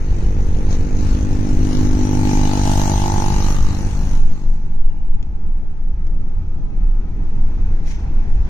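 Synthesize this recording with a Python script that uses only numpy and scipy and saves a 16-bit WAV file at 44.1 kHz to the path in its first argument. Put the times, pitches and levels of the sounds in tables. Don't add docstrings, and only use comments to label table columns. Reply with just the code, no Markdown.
import sys
import numpy as np
from scipy import signal
from scipy.fft import rfft, irfft, next_fast_len
from scipy.io import wavfile
from scipy.ndimage import uniform_filter1d, minimum_filter1d, map_coordinates

SR = 44100
rng = np.random.default_rng(int(sys.argv[2]) if len(sys.argv) > 2 else 0)


def unload_audio(sound):
    columns = np.transpose(np.atleast_2d(sound))
    steps = np.round(np.clip(columns, -1, 1) * 32767)
    wavfile.write(sys.argv[1], SR, steps.astype(np.int16))


def to_linear_factor(level_db):
    exponent = np.asarray(level_db, float) / 20
    return 10 ** exponent


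N = 374407


def unit(x):
    return x / np.sqrt(np.mean(x ** 2) + 1e-20)


def along(points, hz):
    f, v = np.transpose(points)
    return np.interp(np.log(hz + 1), np.log(f + 1), v)


def curves(rows):
    s, *cols = np.transpose(rows)
    return [np.interp(np.arange(N) / SR, s, c) for c in cols]


def until(s, fade):
    return np.clip((s - np.arange(N) / SR) / fade, 0, 1)


def wobble(rate):
    coarse = np.arange(0, N + 32, 32)
    knots = rng.standard_normal(int(N * rate / SR) + 4)
    return np.interp(np.arange(N), coarse, map_coordinates(knots, [coarse * rate / SR]))


def swells(rows):
    t = np.arange(0, N + 64, 64) / SR
    gain = sum(to_linear_factor(db) * np.exp(-2 * ((t - s) / half) ** 2) for s, half, db in rows)
    return np.interp(np.arange(N) / SR, t, gain)


def filtered(x, response):
    m = next_fast_len(x.shape[-1] + 8192, True)
    spectrum = rfft(x, m) * response(np.fft.rfftfreq(m, 1 / SR))
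    return irfft(spectrum, m)[..., :x.shape[-1]]


def ringing(x, modes, soft_hz):
    def response(f):
        ring = sum(to_linear_factor(db) * 1j * f * w / (c * c - f * f + 1j * f * w) for c, w, db in modes)
        return ring / (1 + 1j * f / soft_hz) ** 2
    return unit(filtered(x, response))


def spells(x, rows):
    out, t = np.zeros(N), np.arange(N) / SR
    for s, half, hz, width, db in rows:
        near = np.abs(t - s) < 2 * half
        swell = to_linear_factor(db) * np.exp(-2 * ((t[near] - s) / half) ** 2)
        broad = ringing(x[near], [(hz, 2 * width, 0)], hz)
        out[near] += swell * ringing(broad, [(hz, width, 0)], 2 * hz)
    return out


def patchy(pair, depth_db):
    z = signal.stft(pair, nperseg=512)[2]
    field = uniform_filter1d(rng.standard_normal(z.shape[1:]), size=6, axis=0)
    field = uniform_filter1d(field, size=10, axis=1)
    gain = to_linear_factor(np.clip(depth_db, 0, 2.2) * unit(field)).astype(np.float32)
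    return signal.istft(z * gain, nperseg=512)[1]


def rush(spectrum, alike, patchy_db=None):
    pair = rng.standard_normal((2, N + 512), dtype=np.float32)
    if patchy_db is not None:
        pair = patchy(pair, patchy_db)
    mid, side = filtered(pair[:, :N].astype(float), lambda hz: to_linear_factor(along(spectrum, hz)))
    turn = np.arccos(np.clip(alike, 0, 1)) / 2
    mid, side = np.cos(turn) * mid, np.sin(turn) * side
    return unit(np.array([mid + side, mid - side]))


# (time [s], level [dB])
GUST = [(0, -5), (.3, -.5), (1, 0.2), (2.2, 2.5), (2.6, -1), (3.5, -.5), (4.15, -2.5), (4.35, -9),
        (4.6, -11), (5.1, -13), (5.45, -10), (5.75, -10), (6, -9.5), (6.7, -5), (7.3, -6), (7.7, -4),
        (8, -5), (8.49, -3)]
# (time [s], pitch [Hz])
SWAY = [(0, 13.3), (2, 13.8), (3.4, 21), (3.9, 24), (4.25, 15.3), (5.2, 12.2), (6, 16), (6.9, 21),
        (7.5, 18.4), (8.49, 17)]
# (time [s], half length [s], level [dB])
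SURGES = [(.99, .05, -18), (1.89, .12, -18), (3.62, .1, -14), (4.24, .12, -8), (4.49, .07, -10),
          (4.83, .12, -8.5), (5.13, .08, -10), (5.5, .12, -20), (6.6, .15, -21), (6.85, .15, -26),
          (8.36, .07, -18)]
# (time [s], half length [s], level [dB])
EDDIES = [(.12, .05, -12), (.31, .1, -16), (.9, .04, -24), (1.14, .12, -15), (2.65, .15, -21),
          (2.95, .07, -16), (3.62, .09, -14), (3.92, .1, -17), (5.3, .09, -24), (5.96, .08, -22),
          (6.46, .15, -21), (7.69, .05, -22), (8.04, .08, -18), (8.4, .12, -14.5)]
# (frequency [Hz], density [dB per Hz])
HEAVE = [(3, -120), (6, -16), (10, 0), (18, -1.5), (30, -5.5), (45, -39.5), (80, -120)]
BUFFET = [(10, -64), (20, 12), (30, 0), (45, 4), (65, -4), (90, -3), (125, -51.5), (200, -120)]
RUSH = [(53, 2), (90, -1), (113, -7), (204, -10.5), (269, -18), (296, -16), (600, -34.5), (870, -29),
        (1320, -120)]


def wind():
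    gust_db = curves(GUST)[0]
    pitch = curves(SWAY)[0] * (1 + .3 * wobble(16))
    throb = to_linear_factor(2.5 + 2.9 * wobble(9)) * np.sin(2 * np.pi * np.cumsum(pitch) / SR)
    throb = throb + .55 * rush(HEAVE, .75)
    broken = np.clip(1 - .6 * swells([(s, half, 0) for s, half, _ in EDDIES]), 0, 1)
    throb = (to_linear_factor(-16.5) * broken + swells(SURGES)) * throb
    buffet = (to_linear_factor(-25 + 1.1 * gust_db) + swells(EDDIES)) * rush(BUFFET, 1.0)
    air = to_linear_factor(-20 + gust_db + 1.5 * wobble(18)) * rush(RUSH, 0.89)
    return throb + buffet + air


# (time [s], level [dB])
OPEN = [(0, -3), (1.1, -2), (2.3, 0.2), (3.5, 0), (4.2, -2.5), (4.33, -7), (4.6, -11.5), (5, -13.5),
        (5.8, -14), (6.3, -12.5), (7.1, -10.5), (7.4, -7.5), (8.1, -5.5), (8.42, -5), (8.49, -1.5)]


def openness():
    return curves(OPEN)[0]


# (frequency [Hz], density [dB per Hz])
ROAR = [(260, -43), (450, -6), (760, -14), (860, -3.5), (1100, -10.5), (1650, -13.5), (2650, -15.5),
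        (2900, -34), (4160, -63.5), (7040, -120)]
HISS = [(1650, -65), (2600, -5), (3000, -2), (4800, -6.5), (6250, -3), (6800, -8), (7600, -19.5),
        (10100, -23), (13000, -40), (15500, -44.5), (15900, -120)]
# (time [s], half length [s], frequency [Hz], width [Hz], level [dB])
WHINES = [
    (4.984, 0.36, 2840, 39.3, -64.5),
    (6.705, 2, 1266, 30.1, -62.5),
]


def road():
    open_db = openness()
    roar = to_linear_factor(-42.5 + .95 * open_db) * rush(ROAR, .4, patchy_db=1)
    hiss = to_linear_factor(-53.5 + .97 * open_db) * rush(HISS, 0.2)
    return roar + hiss + spells(rng.standard_normal(N), WHINES)


# (time [s], rate [firings per s])
SPEED = [(0, 49.7), (.75, 49.81), (1.25, 49.94), (1.75, 49.88), (2.25, 49.76), (2.75, 49.55), (3.2, 49.33),
         (6.4, 49.34)]


def firing():
    cycles = np.cumsum(curves(SPEED)[0]) / SR
    cycles = cycles - cycles[round(2.493 * SR)] % 1 + 1
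    cycles = cycles + .004 * wobble(40)
    strength = to_linear_factor(0.59 * wobble(45))
    pulses = (np.diff(np.floor(cycles), prepend=1) > 0) * strength
    puff = strength * np.exp(-(cycles % 1) / 0.17)
    return pulses, puff


PASSING = {"boom": (2.4, 1.2, 1.05, -17.5, 17), "silencer": (2.2, .9, .65, -19, 21),
           "pipe": (3.19, .48, .18, -25.5, 20), "rattle": (2.8, .6, .5, -31.5, 10),
           "clatter": (2.72, .36, .42, -31.3, 9.5), "sizzle": (2.82, .36, .36, -39, 11)}


def passing(part):
    abreast, approach, retreat, peak_db, fall_db = PASSING[part]
    t = np.arange(N) / SR - abreast
    return peak_db - fall_db * np.log10(1 + (t / np.where(t < 0, approach, retreat)) ** 2)


# (frequency [Hz], width [Hz], level [dB])
BOOM = [(100.6, 11.3, 3), (150, 30, 1.5), (197.2, 24, 2)]
SILENCER = [(246, 57, 24), (300, 40, 17), (485, 44, 6)]
SHELL = [(255, 120, 0)]
PIPE = [(650, 80, -12), (858, 90, 8)]
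MOUTH = [(835, 250, 0)]
# (time [s], half length [s], level [dB])
REFLECTED = [
    (2.45, .5, -32),
    (5.0, 1.2, -51),
]
# (time [s], half length [s], frequency [Hz], width [Hz], level [dB])
GLINTS = [(.5, .9, 355, 60, -39), (.6, 1.0, 430, 110, -37), (2.35, .3, 2300, 150, -41.5),
          (2.75, .35, 660, 110, -34), (3.15, .4, 345, 40, -36), (3.154, 0.27, 1070, 160, -42),
          (3.5, .3, 1190, 109, -39.5)]


def exhaust(pulses, puff):
    blast = unit(pulses) + 0.1 * unit(puff * rng.standard_normal(N))
    boom = ringing(pulses, BOOM, soft_hz=280)
    silencer = ringing(ringing(blast, SILENCER, soft_hz=700), SHELL, soft_hz=1500)
    pipe = ringing(ringing(blast, PIPE, soft_hz=1480), MOUTH, soft_hz=3000)
    out = to_linear_factor(passing("boom")) * boom + to_linear_factor(passing("silencer")) * silencer
    out = out - (to_linear_factor(passing("pipe")) + swells(REFLECTED)) * pipe
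    out = out * to_linear_factor(.55 * openness()) + spells(blast, GLINTS)
    return np.array([out, out]) * until(6.39, .8)


# (time [s], half length [s], level [dB])
JOLTS = [(.725, .045, -38.5), (1.1, .12, -42), (1.75, .12, -49), (2.37, .08, -45), (3.45, .15, -45),
         (.2, .15, -54)]
# (frequency [Hz], density [dB per Hz])
RATTLE = [(290, -84), (450, -11.5), (600, -11.5), (820, -12.5), (1150, -16), (1750, -19), (2300, -23.5),
          (3000, -39.5), (3900, -65), (6600, -120)]
CLATTER = [(1470, -66), (2500, -12.5), (2910, -7), (3400, -13), (4010, -8), (4930, -12), (6340, -3),
           (6800, -4.5), (7400, -28), (9000, -80), (12000, -120)]
SIZZLE = [(5000, -120), (6800, -24), (7500, -7), (10000, -11), (12000, -15.5), (15500, -17), (15900, -120)]


def racket(puff):
    jolts = swells(JOLTS)
    knock = puff * to_linear_factor(1.8 * wobble(25))
    rattle = unit((1 + 0.5 * knock) * rush(RATTLE, 0.25, patchy_db=1.0))
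    clatter = unit((1 + 1.6 * knock) * rush(CLATTER, 0.13, patchy_db=5.5))
    sizzle = unit((1 + .4 * knock) * rush(SIZZLE, 0.13, patchy_db=2.5))
    out = (to_linear_factor(passing("rattle")) + to_linear_factor(-1.5) * jolts) * rattle
    out = out + (to_linear_factor(passing("clatter")) + jolts) * clatter
    out = out + (to_linear_factor(passing("sizzle")) + to_linear_factor(-15) * jolts) * sizzle
    return out * to_linear_factor(1.45 * openness()) * until(5.1, .6)


# (time [s], rise [s], length [s], level [dB])
PUFFS = [
    (0.694, .04, 0.09, -53),
    (7.837, .05, 0.17, -43),
    (7.982, .02, 0.094, -53),
]
# (frequency [Hz], density [dB per Hz])
NOSE = [(700, -68), (1500, -9), (2150, -4), (3120, -11.5), (4940, -12), (6200, -5), (7000, -16),
        (8130, -20), (13000, -32), (16000, -86)]


def dog():
    t = np.arange(N) / SR
    swell = np.zeros(N)
    for s, rise, length, db in PUFFS:
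        opening = np.clip((t - s) / rise, 0, 1)
        closing = np.clip((s + length - t) / (length - rise), 0, 1)
        swell += to_linear_factor(db) * opening * closing
    return swell * to_linear_factor(1.5 * wobble(60)) * rush(NOSE, .4)


# (time [s], peak level [dB])
TICKS = [
    (5.1444, -48),
    (5.2272, -39.5),
    (6.0684, -42),
    (7.2994, -59.5),
]
# (frequency [Hz], level [dB])
PLASTIC = [(800, -75), (2000, 2), (3000, 8), (5000, -4), (6300, -0.5), (7200, -7), (10000, -30),
           (14000, -76)]


def trim():
    out, t = np.zeros(N), np.arange(SR // 40) / SR
    for s, db in TICKS:
        out[round(s * SR):][:len(t)] += to_linear_factor(db - 3 - 60 * t / 0.032) * rng.standard_normal(len(t))
    return filtered(out, lambda hz: to_linear_factor(along(PLASTIC, hz) + 5))


# (time [s], lead of the left port [samples])
LEAD = [(0, 22.1), (3.2, 16.4), (3.8, 6.1), (8.5, 7.4)]


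def late(x, share):
    delayed = np.arange(N) - share * curves(LEAD)[0]
    return np.array([x[0], np.interp(delayed, np.arange(N), x[1])])


# (frequency [Hz], left over right [dB])
LEFT_DB = [(60, -2.7), (200, 3), (700, 0), (2400, 3), (6000, 4.5), (9000, -3)]


def scene():
    pulses, puff = firing()
    outside = late(exhaust(pulses, puff), 0.66)
    outside = outside + late(racket(puff) + road() + dog() + trim(), 0.99)
    outside = filtered(outside, lambda hz: to_linear_factor(along(LEFT_DB, hz) * [[.5], [-.5]]))
    return outside + wind()


# (frequency [Hz], share of cells dropped [0-1])
LOST = [(1200, 0), (2000, .05), (3400, .13), (4200, .05), (5200, .09), (6600, .03), (7400, .5), (10000, .6),
        (15000, .75)]


def thinned(x):
    hz, _, z = signal.stft(np.pad(x, ((0, 0), (0, 2048)), "reflect"), SR, nperseg=1024)
    field = uniform_filter1d(rng.standard_normal(z.shape[1:]), size=5, axis=0)
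    field = uniform_filter1d(field, size=5, axis=1)
    chance = (1 + np.tanh(.85 * unit(field))) / 2
    share = along(LOST, hz)[:, None]
    z = z * np.where(chance < share, .04, 1 / np.sqrt(1 - share))
    z = z + .51 * (hz > 7200)[:, None] * (z.mean(axis=0) - z)
    return signal.istft(z, SR, nperseg=1024)[1][:, :N]


def roll_off(x):
    return signal.sosfilt(signal.butter(12, 15650, fs=SR, output="sos"), x)


def record(dry):
    need = np.minimum(1, .6 / np.maximum(np.abs(dry).max(axis=0), 1e-6)) ** .6
    gain = uniform_filter1d(minimum_filter1d(need, size=1600), size=1600)
    mix = thinned(dry * gain)
    return roll_off(mix)


dry = scene()
out = record(dry)
unload_audio(out)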